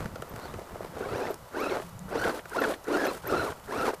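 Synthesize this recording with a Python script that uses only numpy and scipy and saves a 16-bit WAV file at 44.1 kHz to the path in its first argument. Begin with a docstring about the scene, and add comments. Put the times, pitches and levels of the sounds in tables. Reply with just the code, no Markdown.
"""Outdoors on dry dirt, close up: a small electric model truck, stuck on a rock, creeps and knocks,
then gets seven bursts of throttle. In each the gears whine up and down, the tire lugs drum on the
ground and make the hollow tires boom, and grit sprays. Knocks on the rock ring the plastic shell.
Almost mono, with a little wind on the microphone."""
import sys
import numpy as np
from scipy import signal
from scipy.fft import rfft, irfft
from scipy.io import wavfile
from scipy.ndimage import uniform_filter1d

SR = 44100
rng = np.random.default_rng(int(sys.argv[2]) if len(sys.argv) > 2 else 0)


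def wav_record(signal):
    """Record a signal, one row per channel, as 16-bit PCM in the file named by sys.argv[1]."""
    frames = np.transpose(np.atleast_2d(signal))
    bounded = np.clip(frames, -1, 1)
    # unit amplitude maps onto the largest positive 16-bit level
    quanta = np.round(bounded * 32767).astype(np.int16)
    wavfile.write(sys.argv[1], SR, quanta)


N = 176400
T = np.arange(N) / SR

# The gears, one table per burst. Each row: time in seconds, mesh pitch in Hz, whine level in dB.
THROTTLE_BURSTS = [
    [(0.97, 275.2, -59), (1.046, 526, -43), (1.078, 627.6, -48), (1.118, 661, -43), (1.132, 688, -44.5),
     (1.18, 1016, -41), (1.21, 802, -44), (1.266, 905, -43), (1.294, 690, -46), (1.314, 599, -55),
     (1.334, 455.6, -55), (1.35, 359, -55)],
    [(1.51, 316.4, -54), (1.566, 845.6, -39.5), (1.632, 1340, -34.5), (1.656, 1248, -34),
     (1.69, 1407, -39.5), (1.718, 1054, -32), (1.736, 1112, -38), (1.772, 925, -44), (1.8, 750.0, -61),
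     (1.824, 545.2, -59), (1.84, 410, -45)],
    [(2.08, 386.3, -57), (2.108, 619.6, -46), (2.148, 831.5, -42), (2.176, 1281, -40), (2.198, 1500, -34),
     (2.218, 1449, -35.5), (2.244, 1669, -31), (2.258, 1384, -40), (2.296, 1554, -36.5),
     (2.312, 1102, -35.5), (2.37, 636.7, -49), (2.4, 370.6, -43)],
    [(2.5, 378.4, -51), (2.522, 521.8, -47), (2.534, 693, -40), (2.574, 1284, -36), (2.584, 1419, -33),
     (2.608, 1309, -35), (2.634, 1786, -36), (2.642, 1673, -20.5), (2.658, 1307, -38), (2.704, 1001, -45),
     (2.734, 643, -58), (2.75, 444, -50)],
    [(2.85, 361.2, -49.5), (2.926, 1270, -34.5), (2.942, 1463, -31), (2.966, 1305, -40), (2.992, 1772, -33),
     (3.018, 1613, -30), (3.04, 1693, -30), (3.052, 1493, -27.5), (3.066, 1231, -36.5), (3.096, 1383, -35),
     (3.11, 1073, -31), (3.132, 902.3, -48), (3.16, 609, -47), (3.18, 422.5, -41)],
    [(3.23, 371.4, -54), (3.28, 1074, -35.5), (3.302, 1459, -35.5), (3.328, 1190, -33.5),
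     (3.356, 1441, -38), (3.382, 1294, -32), (3.404, 1479, -35), (3.426, 1267, -33), (3.452, 1413, -40),
     (3.468, 1268, -33), (3.506, 759, -44), (3.53, 454, -40)],
    [(3.67, 357.9, -51), (3.68, 449, -49), (3.714, 845, -43), (3.726, 995.3, -34), (3.79, 1439, -35),
     (3.812, 1261, -31.5), (3.84, 1460, -38), (3.856, 1284, -29), (3.872, 1071, -27), (3.9, 888, -30.5),
     (3.924, 690.6, -47), (3.95, 423.6, -51)],
]
# The spinning tires, one table per burst. Each row: time in seconds, drumming in dB, grit in dB.
WHEELSPINS = [
    [(0.92, -53, -70), (0.94, -44, -78), (0.954, -37, -62), (0.972, -34, -66), (0.994, -40.5, -49),
     (1.008, -30, -63), (1.024, -36.5, -59), (1.21, -31, -55), (1.312, -32, -57), (1.35, -43.5, -58),
     (1.364, -54, -62), (1.42, -71, -72)],
    [(1.48, -82, -62), (1.516, -49.5, -70), (1.58, -31, -54), (1.678, -30.5, -53), (1.694, -35, -52),
     (1.708, -28.5, -48), (1.736, -29, -57), (1.756, -25.5, -50), (1.804, -30.5, -56), (1.816, -49, -50.5),
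     (1.886, -59, -59), (1.9, -53, -59)],
    [(2.076, -68, -76), (2.084, -44, -76), (2.092, -46.5, -52), (2.156, -26, -62), (2.208, -36, -44.5),
     (2.282, -23, -45.5), (2.328, -39, -52), (2.35, -30.5, -46), (2.41, -46.5, -57), (2.418, -71, -76)],
    [(2.48, -66, -60), (2.498, -59, -53), (2.512, -51, -57), (2.546, -44, -50), (2.562, -31, -50),
     (2.584, -32, -51), (2.628, -26, -52), (2.636, -27.5, -45), (2.72, -27, -48.5), (2.742, -39.5, -46),
     (2.774, -46, -74), (2.8, -63, -75)],
    [(2.83, -72, -70), (2.846, -46, -55), (2.858, -61, -59), (2.884, -31, -50), (2.894, -32, -55),
     (2.964, -24.5, -46), (2.988, -31.5, -47), (3.06, -25, -44), (3.076, -27, -47), (3.098, -30.5, -50.5),
     (3.16, -42.5, -47.5), (3.21, -55, -57)],
    [(3.22, -69, -56), (3.244, -43, -57.5), (3.32, -26.5, -47), (3.34, -25.5, -51), (3.366, -29, -50),
     (3.402, -32.5, -47.5), (3.428, -28.5, -50), (3.506, -34, -46.5), (3.536, -57, -59), (3.57, -65, -60),
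     (3.594, -52, -66), (3.6, -66, -49)],
    [(3.64, -78, -54.5), (3.69, -40.5, -58), (3.714, -34.5, -50), (3.828, -27.5, -48.5), (3.84, -33, -48),
     (3.882, -24.5, -42.5), (3.908, -28.5, -52), (3.922, -42.5, -57), (3.938, -34, -50), (3.946, -42, -44),
     (3.96, -52, -82), (3.99, -75, -62)],
]


def from_db(db):
    """Decibels to gain."""
    return 10 ** (np.asarray(db) / 20)


def unit_rms(x):
    """Scale to rms 1."""
    return x / np.sqrt(np.mean(x ** 2) + 1e-20)


def db_at(eq, hz):
    """Read an EQ curve on a log-frequency axis. Each row: frequency in Hz, gain in dB."""
    freqs, db = np.transpose(eq)
    return np.interp(np.log(np.maximum(hz, 1)), np.log(freqs), db)


def fader(rows, column=1):
    """Gain curve from times in seconds and one dB column, silent outside their span."""
    rows = np.array(rows)
    return from_db(np.interp(T, rows[:, 0], rows[:, column])) * (T >= rows[0, 0]) * (T <= rows[-1, 0])


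def drift(rate_hz):
    """Smooth random wandering, rms 1."""
    r = np.exp(-2 * np.pi * rate_hz / SR)
    return unit_rms(signal.lfilter([1], [1, -2 * r, r * r], rng.standard_normal(N + SR))[SR:])


def colour(x, eq):
    """Apply an EQ curve as a minimum-phase filter and scale to rms 1."""
    size = 2 * N
    cepstrum = irfft(np.log(from_db(db_at(eq, np.arange(N + 1) * SR / size))))
    cepstrum[1:N] *= 2
    cepstrum[N + 1:] = 0
    return unit_rms(irfft(rfft(x, size) * np.exp(rfft(cepstrum)))[:N])


def noise(eq):
    """Coloured noise, rms 1."""
    return colour(rng.standard_normal(N), eq)


def grains(per_s, spread_db):
    """Random clicks of uneven size, rms 1."""
    sizes = from_db(spread_db * np.minimum(rng.exponential(1, N), 4))
    return unit_rms(sizes * rng.choice([-1, 1], N) * (rng.random(N) < per_s / SR))


def strikes(start_s, db):
    """One click per event."""
    out = np.zeros(N)
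    out[np.clip((start_s * SR).astype(int), 0, N - 1)] = from_db(db)
    return out


def crunch(start_s, db, decay_s):
    """A quickly dying puff of noise per event."""
    envelope = signal.lfilter([1], [1, -np.exp(-1 / (decay_s * SR))], strikes(start_s, db) + 1e-18)
    return envelope * rng.standard_normal(N)


def ring(hits, modes, uneven_db=3):
    """Hits ring a set of modes, each with a strength that varies from hit to hit."""
    out = 0
    for k, (hz, db, t60) in enumerate(modes):
        r, w = np.exp(-np.log(1000) / (t60 * SR)), 2 * np.pi * hz / SR
        drive = hits * from_db(db + uneven_db * drift(55)) + 1e-18
        out = out + (-1) ** k * signal.lfilter([0, np.sin(w)], [1, -2 * r * np.cos(w), r * r], drive)
    return out


def mesh_pitch():
    """The rate at which the gear teeth meet, over time, in Hz."""
    times, hz, _ = np.vstack(THROTTLE_BURSTS).T
    return np.interp(T, times, hz)


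def burst_tone(column):
    """The tone shifts as the tires dig in, gliding from the middle of one burst to the next."""
    # Each row is one burst: bite of the gear overtones in dB, pitch ratio of the tire boom.
    tones = [(6.5, 1.08), (0.5, 1.02), (0.5, 1.0), (-5, .96), (-1, .94), (-4.5, 1.06), (-3.5, 1.12)]
    middles_s = [(burst[0][0] + burst[-1][0]) / 2 for burst in THROTTLE_BURSTS]
    return np.interp(T, middles_s, np.array(tones)[:, column])


def outdoors(gust_db=4.0, wind_db=2.5, air_db=-50.5):
    """Lumpy wind on the microphone and a brief low drone over a steady hiss of air."""
    # Fader moves of wind and drone. Each row: time in seconds, level in dB.
    wind_levels = [(0.0, -44), (0.02, -40), (0.23, -57), (0.56, -38.5), (0.65, -64), (0.71, -49),
                   (1.37, -51.5), (1.39, -55.5), (2.26, -47), (2.35, -64), (3.24, -52), (3.27, -43.5),
                   (3.63, -54), (3.68, -43), (3.72, -58), (3.82, -47), (3.95, -59), (4.0, -51)]
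    drone_levels = [(1.80, -60), (1.87, -50), (1.95, -67), (2.02, -44), (2.10, -42.5), (2.17, -56)]
    # Colours of wind, drone and air. Each row: frequency in Hz, gain in dB.
    wind_eq = [(20, -14.5), (35, -8), (60, -3.5), (110, -2.5), (180, -3.5), (260, -15), (500, -35),
               (1500, -60), (6000, -93)]
    drone_eq = [(60, -37), (130, -12), (170, 11), (215, -7), (300, -27), (1000, -63), (5000, -95)]
    air_eq = [(120, -2), (200, -22), (292, -13.5), (521, -0.5), (1310, -3.5), (1750, -13), (2800, -18),
              (11900, -21.5), (15000, -24.5)]
    gusts = unit_rms(noise(wind_eq) * from_db(gust_db * drift(16)))
    wind = from_db(wind_db) * fader(wind_levels) * gusts
    drone = fader(drone_levels) * noise(drone_eq)
    return wind + drone + from_db(air_db) * noise(air_eq)


def speed_controller(waver_hz=13.65):
    """The pulsed motor current sings faintly throughout."""
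    # Its tones. Each row: pitch in Hz, level in dB.
    tones = [(980, -64), (1960, -67), (2940, -71), (12275, -70)]
    return sum(from_db(db) * np.sin(2 * np.pi * np.cumsum(hz + waver_hz * drift(9.6)) / SR)
               for hz, db in tones)


def squeaks(gain_db=-8, jitter=0.014):
    """Thin, high, unsteady chirps swell and fade."""
    # Each row: start in seconds, peak in dB, pitch in Hz, swell time in seconds.
    chirps = [(0.2911, -37, 13400, .0047), (1.3053, -37, 12100, 0.0057), (1.6017, -35, 13030, .004),
              (2.601, -32, 12300, 0.0044), (3.0628, -32, 13190, .0047), (3.078, -34.5, 4160, 0.012),
              (3.272, -23.5, 13200, 0.0036), (3.365, -34.5, 4073, .025)]
    waver, out = 1 + jitter * drift(300), 0
    for start_s, db, hz, swell_s in chirps:
        swell = np.exp(-np.minimum(((T - start_s) / swell_s - 1) ** 2, 20))
        out = out + from_db(db + gain_db) * swell * np.sin(2 * np.pi * np.cumsum(hz * waver) / SR)
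    return out


def tire_squeal(rough_db=3, third_db=-7, jitter=0.0468):
    """Rubber briefly sticks and slips on the rock with an unsteady pitch."""
    # The squeal's path. Each row: time in seconds, pitch in Hz, level in dB.
    glide = [(.385, 1314, -64), (0.416, 1420, -50), (0.451, 1510, -45), (0.484, 1220, -52),
             (.52, 1213, -53)]
    times, pitch, _ = np.transpose(glide)
    hz = np.interp(T, times, pitch) * (1 + jitter * drift(300))
    phase = 2 * np.pi * np.cumsum(hz) / SR
    tone = np.sin(phase) + from_db(third_db) * np.sin(3 * phase)
    return fader(glide, column=2) * from_db(rough_db * drift(120)) * tone


def suspension():
    """The body settles onto its springs and tires with soft bumps."""
    # The bumps. Each row: start in seconds, level in dB.
    bumps = [(0.023, -26), (.053, -23), (0.138, -30), (0.194, -32), (.336, -28.5), (0.536, -35),
             (0.556, -41)]
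    # The sprung body's modes. Each row: frequency in Hz, gain in dB, t60 in seconds.
    body_modes = [(111, -2, 0.063), (154, -2.5, 0.043), (222, -3.5, 0.039)]
    start_s, db = np.transpose(bumps)
    return ring(strikes(start_s, db), body_modes, uneven_db=0.5)


def pebbles(gain_db=-6.5, decay_s=0.00068):
    """Each flung pebble ticks at a pitch of its own."""
    # Each row: start in seconds, level in dB, ring in Hz.
    ticks = [(0.2211, -24, 8900), (0.3615, -22.5, 6050), (1.3434, -22, 8500), (1.893, -30, 9430),
             (1.9925, -24, 7300), (2.496, -24.5, 9520), (2.8427, -27, 7964)]
    out = 0
    for start_s, db, hz in ticks:
        tick = crunch(np.array([start_s]), db + gain_db, decay_s)
        out = out + signal.lfilter(*signal.iirpeak(hz, Q=1.2, fs=SR), tick)
    return out


def gravel(gain_db=-22.5):
    """Stones crack against the plastic shell and ring it briefly."""
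    # Hits on the shell. Each row: start in seconds, level in dB.
    hits = [(1.268, -30), (1.695, -29), (2.240, -20.5), (2.266, -26), (2.392, -28), (2.618, -24),
            (2.737, -25), (2.911, -29), (3.049, -28), (3.067, -24), (3.855, -31)]
    # The shell's modes as stones ring it. Each row: frequency in Hz, gain in dB, t60 in seconds.
    stone_modes = [(1820, -0.5, 0.01), (2370, -0.5, 0.0049), (3330, -2, 0.0046), (4251, -6.5, 0.0033)]
    start_s, db = np.transpose(hits)
    return ring(crunch(start_s, db + gain_db, decay_s=0.004), stone_modes)


def grit(gain_db=1, clump_db=2):
    """Clumps of sand and dust fly off the tires."""
    # The spray's colour. Each row: frequency in Hz, gain in dB.
    spray_eq = [(800, 8.5), (2000, 6.5), (4000, 3.5), (6000, 0), (9000, 2.5), (13000, -1.5), (15500, -11.5)]
    sand = grains(per_s=1800, spread_db=2)
    dust = rng.standard_normal(N)
    spray = colour((sand + dust) * from_db(clump_db * drift(63)), spray_eq)
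    return from_db(gain_db) * spray * sum(fader(spin, column=2) for spin in WHEELSPINS)


def creep(gain_db=-1, rub_share=0.9):
    """Slowly turning tires grind over dirt before the first burst."""
    # The grind's fader moves. Each row: time in seconds, level in dB.
    grind_levels = [(0, -35), (.1, -49), (.25, -47), (.37, -44), (.44, -40), (.52, -44), (.58, -46),
                    (.66, -48.5), (.73, -45), (.79, -47.5), (.86, -42), (.89, -49), (.95, -46.5)]
    # Its colour. Each row: frequency in Hz, gain in dB.
    grind_eq = [(120, -19), (220, -5.5), (350, -1.5), (520, -2), (680, -5), (1000, -4.5), (1500, -11),
                (1900, -14.5), (3000, -24), (4600, -25.5), (14000, -33.5)]
    contacts = grains(per_s=450, spread_db=3.5) + rub_share * rng.standard_normal(N)
    return from_db(gain_db) * fader(grind_levels) * colour(contacts, grind_eq)


def chassis_knocks(thud_db=-12.5, thud_below_hz=895, crack_db=-0.5, crack_hz=(1300, 4500), send_db=-11):
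    """The chassis hits rock: a cushioned thud and a hard crack both ring the shell."""
    # The knocks. Each row: start in seconds, level in dB, brightness in dB.
    knocks = [(0.041, -31, -33), (0.057, -30, -7.5), (0.157, -32.5, -5), (0.222, -29.5, -7.5),
              (0.361, -29.5, -13), (0.539, -27, -11.5), (0.587, -21.5, -39), (0.614, -26.5, -36),
              (0.756, -21.5, -41), (0.805, -19.5, -31), (0.846, -25, -17), (0.971, -18.5, -28),
              (1.006, -20.5, -32), (1.252, -30, -14), (1.302, -14, -42), (1.819, -40, -1),
              (2.456, -34, -7.5), (2.566, -17, -16.5), (2.618, -16, -17), (2.644, -24, -32),
              (2.968, -20, -11), (3.054, -20, -18), (3.242, -28, -16), (3.519, -30, -10),
              (3.933, -23.5, -24.5)]
    # Modes of the plastic shell and chassis. Each row: frequency in Hz, gain in dB, t60 in seconds.
    shell_modes = [(357, 0, 0.034), (504, 5.5, 0.024), (653, 1.5, 0.049), (836, -1, 0.018),
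                   (1110, -11, 0.054), (1370, 2, 0.011), (1920, -21, 0.0045), (2430, -35, 0.027)]
    start_s, db, bright_db = np.transpose(knocks)
    cushion = signal.butter(2, thud_below_hz, fs=SR, output="sos")
    thud = signal.sosfilt(cushion, strikes(start_s, db + thud_db) + 1e-18)
    crack_band = signal.butter(1, crack_hz, "band", fs=SR, output="sos")
    crack = signal.sosfilt(crack_band, crunch(start_s, db + bright_db + crack_db, decay_s=0.0047))
    return crack + ring(thud + from_db(send_db) * crack, shell_modes, uneven_db=1.5)


def lug_slaps(meshes_per_slap=11, jitter=0.3):
    """Big lugs hit the ground roughly in step with the wheel speed, each with its own force."""
    slaps_per_s = mesh_pitch() / meshes_per_slap * (1 + jitter * drift(100))
    count = np.floor(np.cumsum(slaps_per_s) / SR)
    return unit_rms(np.diff(count, prepend=0) * rng.standard_normal(N))


def tires(gain_db=-1, lugs_per_s=900, spread_db=3.5, rub_share=0.76, boom_db=-1, flutter_db=1.7):
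    """Lugs scrub the ground, and their slaps make the hollow tires and wheel wells boom."""
    # The scrub's colour. Each row: frequency in Hz, gain in dB.
    scrub_eq = [(60, -34), (150, -21.5), (230, -3.5), (330, -4.5), (500, 0), (700, -2.5), (1000, -10.5),
                (1450, -10), (2000, -20.5), (2700, -25), (4000, -28), (6000, -32.5), (14000, -47)]
    # Modes of the tires and wells. Each row: base frequency in Hz, gain in dB, t60 in seconds.
    hollow_modes = [(294, -2, 0.047), (380.3, 1.5, 0.051), (458, -1.5, 0.064), (584, -2, 0.025)]
    scrub = colour(grains(lugs_per_s, spread_db) + rub_share * rng.standard_normal(N), scrub_eq)
    blows = grains(lugs_per_s, spread_db) + lug_slaps()
    boom = unit_rms(ring(blows * from_db(flutter_db * drift(46)), hollow_modes))
    playhead = np.cumsum(burst_tone(column=1)) % N  # varispeed bends the boom from burst to burst
    boom = np.interp(playhead, np.arange(N), boom)
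    drumming = unit_rms(scrub + from_db(boom_db) * boom)
    return from_db(gain_db) * drumming * sum(fader(spin) for spin in WHEELSPINS)


def gears(whine_db=0.5, rattle_db=-10, rough_db=3.8, rasp_db=-10.5, jitter=0.01):
    """Rough harmonics of the mesh pitch sweep through fixed resonances; loose teeth rattle along."""
    # The whine's harmonics. Each row: multiple of the mesh pitch, level in dB.
    harmonics = [(1, 0.5), (2, 2), (3, 0.5), (4, -1.5), (5, -5.5), (6, 0.5), (7, -3)]
    # How gearbox and chassis pass the whine. Each row: frequency in Hz, gain in dB.
    gearbox_eq = [(300, -33), (650, -10), (1000, 2.5), (1200, -2.5), (1450, 5), (1750, -3.5), (2100, -10),
                  (2350, -10), (2650, -10), (3100, -21.5), (3700, -17.5), (4200, -13), (5000, -18),
                  (5900, -16), (6800, -26.5), (12000, -52)]
    pinion_teeth, buzz_depth = 12, 0.4  # the level pulses with each turn of the pinion
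    bite_above_hz, bite_db_per_octave, full_speed_hz = 2200, 5, 1150  # overtones grow with speed
    coast_db, coast_below_hz = -6, 1230  # the whine weakens as the unloaded gears run down
    pitch = mesh_pitch()
    hz = pitch * (1 + jitter * drift(90))
    phase = 2 * np.pi * np.cumsum(hz) / SR
    bite_db = burst_tone(column=0) + bite_db_per_octave * np.minimum(np.log2(pitch / full_speed_hz), 0)
    whine = 0
    for k, db in harmonics:
        buzz = 1 + buzz_depth * np.cos(phase / pinion_teeth + 2 * np.pi * rng.random())
        roughness = unit_rms(buzz * from_db(rough_db * drift(43.5))) + from_db(rasp_db) * drift(280)
        gain = from_db(db + db_at(gearbox_eq, k * hz) + bite_db * (k * hz > bite_above_hz))
        whine = whine + gain * roughness * np.sin(k * phase)
    coasting = (np.gradient(pitch) < 0) & (pitch < coast_below_hz)
    whine *= from_db(whine_db + coast_db * uniform_filter1d(coasting.astype(float), size=1300))
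    tooth_clicks = grains(per_s=1900, spread_db=0.5) * (1 + np.cos(phase))
    rattle = from_db(rattle_db) * colour(tooth_clicks, gearbox_eq)
    return (whine + rattle) * sum(fader(burst, column=2) for burst in THROTTLE_BURSTS)


def scene(side_hiss_db=-83):
    """Everything sits in the centre; only a trace of hiss differs between the ears."""
    drive = gears() + tires() + creep() + tire_squeal()
    truck = drive + chassis_knocks() + suspension() + squeaks() + speed_controller()
    centre = truck + grit() + gravel() + pebbles() + outdoors()
    return centre + from_db(side_hiss_db) * rng.standard_normal(N) * np.array([[1], [-1]])


def record(dry, cutoff_hz=15300):
    """A steep low-pass takes off the very top."""
    return signal.sosfilt(signal.ellip(12, .2, 80, cutoff_hz, fs=SR, output="sos"), dry)


dry = scene()
out = record(dry)
wav_record(out)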